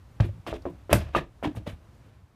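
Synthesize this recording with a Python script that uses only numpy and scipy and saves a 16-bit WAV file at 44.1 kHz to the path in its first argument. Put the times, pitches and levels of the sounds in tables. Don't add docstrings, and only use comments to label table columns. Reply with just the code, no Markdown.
import sys
import numpy as np
from scipy import signal
from scipy.fft import rfft, irfft, next_fast_len
from scipy.io import wavfile
from scipy.ndimage import map_coordinates

SR = 44100
rng = np.random.default_rng(int(sys.argv[2]) if len(sys.argv) > 2 else 0)


def volts_from_decibels(level):
    exponent = np.asarray(level, float) / 20
    return 10 ** exponent


def store_wav(level_fs):
    pcm = np.round(np.clip(np.atleast_2d(level_fs), -1, 1) * 32767)
    wavfile.write(sys.argv[1], SR, pcm.T.astype(np.int16))


N = 103635


def unit(x):
    return x / np.sqrt(np.mean(x ** 2) + 1e-20)


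def along(points, hz):
    f, v = np.transpose(points)
    return np.interp(np.log(hz + 1), np.log(f + 1), v)


def wobble(rate, size=N):
    knots = rng.standard_normal(int(size / 40) + 4)
    return map_coordinates(knots, [np.arange(size) * rate / SR])


def filtered(x, response):
    m = next_fast_len(len(x) + 8192)
    hz = np.fft.rfftfreq(m, 1 / SR)
    return irfft(rfft(x, m) * response(hz), m)[:len(x)]


def peak(f, hz, wide_hz):
    return 1j * f * wide_hz / (hz * hz - f * f + 1j * f * wide_hz)


def add(out, s, x):
    part = out[round(s * SR):][:len(x)]
    part += x[:len(part)]


def rings(rows, rise_s, partials):
    unrest_rad, unrest_rate = 0.4, 64
    out = np.zeros(N)
    t = np.arange(SR // 2) / SR
    for s, db, hz, t60 in rows:
        turn = 2 * np.pi * hz * t
        settling_in = np.minimum(t * hz / 2, 1)
        turn = turn + unrest_rad * wobble(unrest_rate, size=len(t)) * settling_in
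        x = np.zeros(len(t))
        for ratio, partial_db in [(0.99, 0.005)] + partials:
            x += volts_from_decibels(partial_db - 60 * t * ratio / t60) * np.sin(ratio * turn)
        add(out, s, volts_from_decibels(db) * x * (1 - np.exp(-t / rise_s)) ** 2)
    return out


def bursts(rows, colour):
    grit_db, grit_rate = 0.5, 540
    clump_db, clump_rate = 2.5, 110
    out = np.zeros(N)
    t = np.arange(SR // 2) / SR
    for s, db, hold, t60, *rest in rows:
        lumps_db = grit_db * wobble(grit_rate, size=len(t)) + clump_db * wobble(clump_rate, size=len(t))
        grains = rng.standard_normal(len(t)) * volts_from_decibels(lumps_db)
        body = unit(filtered(grains, lambda f: colour(f, *rest)))
        rise = 1 - np.exp(-t / min(0.004, hold / 2))
        release = volts_from_decibels(db - 60 * np.maximum(t - hold, 0) / t60)
        add(out, s, body * release * rise)
    return out


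# t/s, level/dB, f/Hz, t60/s
SOFT_KICK = [(.2017, 9.5, 110, .034)]


def soft_kick():
    return rings(SOFT_KICK, 0.004, [])


# t/s, level/dB, f/Hz, t60/s
THUMPS = [(.2197, -14.5, 102.9, 0.16), (.2405, -30, 141.8, 0.19), (.2585, -24.5, 121.6, 0.12),
          (.36, -44.5, 162, 0.18), (.70, -37, 171.2, 0.14), (.935, -22, 193, 0.13), (.331, -44, 97, 0.13),
          (.518, -26, 59, 0.24), (.655, -32, 79, 0.13), (.912, -15.5, 114, 0.039), (.926, -10, 70, 0.086),
          (.9405, -7, 116, 0.095), (.976, -17, 100, 0.073), (.995, -22, 73.8, 0.31),
          (1.165, -19, 56.5, 0.16), (1.468, -20.5, 80.1, 0.063), (1.556, -25, 120, 0.038),
          (1.572, -20, 103.3, 0.09), (1.673, -24, 98.4, 0.11), (1.730, -25.5, 76.3, 0.071),
          (.74, -45.5, 64.7, .2), (1.615, -31, 69.7, 0.12), (.333, -32, 109, 0.093), (.85, -46, 60, .15),
          (1.34, -46, 55, 0.21), (2.22, -48.5, 75, .2), (1.755, -42.5, 70, 0.075), (1.865, -51, 95, 0.17),
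          (2.09, -48.5, 54, .25)]
# ratio, level/dB
JOIST_MODES = [(.62, -11), (1.6, -8)]


def thumps():
    return rings(THUMPS, 0.0016, JOIST_MODES)


KNOCK_RISE_S = 0.00039
# t/s, level/dB, f/Hz, t60/s
KNOCKS = [(.2008, -10.5, 950, 0.0036), (.2555, -36.5, 500, 0.039), (.4655, -21.5, 1110, 0.013),
          (.475, -34.5, 335.5, 0.18), (.49, -36, 170, 0.12), (.204, -21.5, 196, 0.038),
          (.5275, -18, 649, 0.019), (.536, -29, 425, 0.097), (.556, -33.5, 340, 0.11),
          (.654, -19.5, 560, 0.026), (.664, -24.5, 357, 0.11), (.895, -20, 530, 0.017),
          (.915, -21.5, 412, 0.066), (.9293, -13, 700, .015), (.939, -17, 1357, 0.015),
          (.945, -23.5, 346.7, 0.12), (1.1489, -6.5, 962, 0.0092), (1.158, -22.5, 341.6, 0.14),
          (1.175, -27, 276.7, 0.1), (1.427, -20, 713, 0.017), (1.437, -25, 284, 0.035),
          (1.447, -18, 993, 0.017), (1.550, -36, 800, 0.019), (1.570, -32, 663, 0.033),
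          (1.667, -27, 940, 0.0091), (1.675, -44, 440, 0.014), (1.4745, -22, 186, 0.021),
          (1.6765, -20.5, 196, 0.011), (.2885, -53, 616, 0.069), (1.17, -27.5, 148.7, 0.17),
          (.9305, -18, 1140, 0.027)]
# ratio, level/dB
OVERTONES = [(1.802, -7), (2.9, -10)]
# ratio, level/dB
SIDE_MODES = [(0.782, -5.5), (1.31, -7)]


def knocks():
    return rings(KNOCKS, KNOCK_RISE_S, OVERTONES + SIDE_MODES)


# t/s, level/dB, f/Hz, t60/s
SNAPS = [
    (.9289, -3.5, 1150, 0.0041),
    (1.1493, -13, 980, .005),
    (1.4478, -19.5, 1083, 0.0045),
]


def snaps():
    return rings(SNAPS, 0.0001, [])


# t/s, level/dB, f/Hz, t60/s
CLEAR = [
    (1.1508, -10, 1220, 0.03),
    (1.455, -18, 292, 0.07),
    (.245, -30.5, 349, 0.13),
    (.9308, -6, 570, 0.022),
]


def clear_rings():
    return rings(CLEAR, KNOCK_RISE_S, [])


# t/s, level/dB, f/Hz, t60/s
CHATTER = [(.898, -30, 480, 0.031), (.911, -27, 1090, .015), (.9425, -19, 2084, .015),
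           (.9385, -27, 1620, .02), (.955, -26.5, 1592, .04), (.963, -29.5, 2094, .02),
           (.970, -31.5, 1480, 0.028), (1.151, -23, 2700, 0.022), (1.155, -34, 3730, .015),
           (1.161, -22, 885, 0.027), (1.171, -36, 3670, 0.034), (1.174, -26, 1730, .04),
           (1.181, -26, 1890, 0.03), (1.178, -29, 740, 0.034), (1.200, -39, 1820, 0.032),
           (1.2125, -34.5, 382, .05), (1.443, -29.5, 2290, 0.028), (1.459, -22, 833, 0.02),
           (1.471, -32, 700, 0.027), (1.5735, -44, 450, 0.043), (1.583, -36.5, 700, 0.017),
           (1.6625, -37, 500, 0.023), (1.6685, -26.5, 624, 0.025), (1.6725, -30.5, 782, 0.018),
           (1.70, -42, 2300, .03), (1.72, -50, 1610, .03), (.2895, -36.5, 556, 0.028),
           (.66, -32, 690, 0.038), (.531, -30.5, 640, .05), (.682, -46.5, 1000, .12),
           (1.564, -39.5, 230, .08), (1.60, -42, 310, .12), (1.62, -49.5, 650, .05), (.50, -40.5, 330, .06),
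           (.7, -38, 340, .1), (1.19, -30.5, 160, .1), (.896, -30, 1300, 0.012), (1.435, -36.5, 3000, .02),
           (1.452, -33.5, 3290, 0.021), (1.69, -45, 3000, 0.028)]


def chatter():
    return rings(CHATTER, KNOCK_RISE_S, [])


# t/s, level/dB, f/Hz, t60/s
SPRUNG = [(1.481, -25, 294.8, 0.23), (1.497, -29.5, 292.4, 0.15)]


def sprung_board():
    damped_at_s, damping_t60_s = 1.517, 0.025
    late = np.maximum(np.arange(N) / SR - damped_at_s, 0)
    return rings(SPRUNG, KNOCK_RISE_S, []) * volts_from_decibels(-60 * late / damping_t60_s)


# t/s, level/dB, hold/s, release t60/s,
# corner f/Hz
SCUFFS = [(.2008, -28.5, 0.0049, 0.063, 1850), (0.237, -59, 0.032, 0.16, 4730),
          (0.463, -39.5, 0.044, 0.12, 3600), (0.531, -49.5, 0.031, 0.075, 3960),
          (0.657, -42, 0.0095, .15, 1650), (0.784, -65.5, 0.032, 0.18, 3000),
          (0.897, -33, 0.06, 0.061, 2110), (0.928, -14.5, 0.0015, 0.042, 2480),
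          (.936, -26.5, 0.0094, 0.11, 2208), (1.148, -27, 0.02, 0.14, 2460),
          (1.429, -36, 0.019, 0.16, 2080), (1.441, -32.5, 0.0071, 0.13, 3000),
          (1.553, -54, 0.012, 0.07, 3000), (1.562, -48.5, 0.004, 0.14, 5300),
          (1.661, -43, 0.019, 0.18, 3750), (1.805, -65, 0.043, .1, 1230), (.96, -41.5, 0.025, 0.54, 2500),
          (.205, -46, 0.046, 0.14, 3220), (.56, -66, 0.036, 0.11, 4500), (2.03, -67, 0.14, .2, 2510),
          (1.133, -48, 0.026, .03, 2500), (1.68, -56.5, 0.038, 0.15, 3000), (1.49, -63, 0.041, 0.07, 4030)]
# f/Hz, width/Hz, level/dB
BOARDS = [(303, 38, 8.5), (640, 142, 5.5), (1150, 370, -6.5), (1711, 280, 0.5), (2526, 600, -3.5),
          (3600, 792, -1)]


def scuffs():
    def wood(f):
        total = volts_from_decibels(-12.5)
        for k, (hz, wide_hz, db) in enumerate(BOARDS):
            total = total + volts_from_decibels(db) * peak(f, hz, wide_hz) * (-1) ** k
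        return total

    def rub(f, corner_hz):
        dull = 1 / (1 + 1j * f / corner_hz) ** 2
        thin = 1j * f / (0.1 * corner_hz + 1j * f)
        return wood(f) * dull * thin

    return bursts(SCUFFS, rub)


# t/s, level/dB, hold/s, release t60/s
SLAPS = [
    (.9288, -16, .0008, .010),
    (.9308, -26, .001, .02),
]


def slaps():
    return bursts(SLAPS, lambda f: peak(f, 10900, 6000))


# t/s, level/dB, hold/s, release t60/s
TICKS = [(.204, -44.5, 0.0027, 0.019), (0.62, -55.5, 0.0025, 0.02), (.539, -49.5, 0.0018, 0.011),
         (0.56, -67, 0.0065, 0.033), (1.447, -55, 0.0054, 0.027), (1.567, -58, 0.0061, 0.033),
         (.9305, -25, 0.0018, 0.026), (.934, -45.5, 0.014, 0.3), (0.63, -82, 0.027, 0.11)]


def ticks():
    return bursts(TICKS, lambda f: peak(f, 4740, 3000) ** 2)


# t/s, level/dB, hold/s, release t60/s
FIZZES = [(.203, -58, .006, 0.055), (.243, -63, 0.02, .05), (.467, -60.5, 0.022, .06),
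          (.530, -73, .04, .05), (.655, -74, 0.0089, 0.042), (.695, -69, 0.0054, 0.033),
          (.897, -60.5, 0.034, .05), (.933, -36, 0.019, .12), (1.149, -56.5, 0.021, 0.11),
          (1.428, -59, 0.014, 0.046), (1.444, -66.5, 0.015, 0.076), (1.551, -57.5, 0.018, 0.053),
          (1.663, -64, 0.048, 0.12)]


def fizzes():
    return bursts(FIZZES, lambda f: peak(f, 9500, 9220) ** 2)


# f/Hz, t60/s
WALLS = [(80, 0.49), (400, 0.23), (2000, 0.17), (10000, 0.17)]


def walls(x):
    level_db, delay_s, rise_s = -17, 0.006, 0.00594
    out = np.zeros(N)
    step = SR // 4
    for a in range(0, N, step):
        hz, t, z = signal.stft(rng.standard_normal(SR // 2), SR, nperseg=1024)
        dying = volts_from_decibels(-60 * t / along(WALLS, hz)[:, None])
        tail = signal.istft(z * dying, SR, nperseg=1024)[1]
        tail = tail * (1 - np.exp(-np.arange(len(tail)) / SR / rise_s))
        add(out, a / SR + delay_s, signal.fftconvolve(x[a:a + step], tail / np.linalg.norm(tail)))
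    return volts_from_decibels(level_db) * out


# f/Hz, level per Hz/dB
TRAFFIC = [(20, -17.5), (60, -1), (105, -4.5), (150, -15), (400, -26), (1100, -30.5), (2500, -39.5),
           (16000, -55)]
# t/s, level/dB
FLOOR = [(0, -67), (.7, -66.5), (1.3, -69.5), (1.751, -67), (1.8, -68), (1.87, -68), (2.1, -69.5),
         (2.35, -70.5)]


def traffic():
    s, db = np.transpose(FLOOR)
    t = np.arange(N) / SR
    rush = unit(filtered(rng.standard_normal(N), lambda f: volts_from_decibels(along(TRAFFIC, f))))
    swell = volts_from_decibels(np.interp(t, s, db) + 17 + wobble(6))
    drone = np.sin(2 * np.pi * 100 * t + 0.5 * wobble(25))
    return rush * swell + drone * volts_from_decibels(-59.5 + 3.4 * wobble(14))


def scene():
    deck = knocks() - thumps() - soft_kick() - snaps()
    deck = deck + clear_rings() + chatter() + sprung_board()
    deck = deck + scuffs() + slaps() + ticks() + fizzes()
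    return (deck + walls(deck) + traffic())[None]


def low_pass(x):
    return signal.sosfilt(signal.butter(12, 16320, fs=SR, output="sos"), x)


def record(dry):
    def mic(f):
        bass_cut = (1j * f / 45) ** 2 / (1 + 1j * f / 45) ** 2
        top_cut = volts_from_decibels(-28 * np.clip((f - 15000) / 300, 0, 2))
        return bass_cut * top_cut

    mix = filtered(dry[0], mic)[None]
    return low_pass(mix)


dry = scene()
out = record(dry)
store_wav(out)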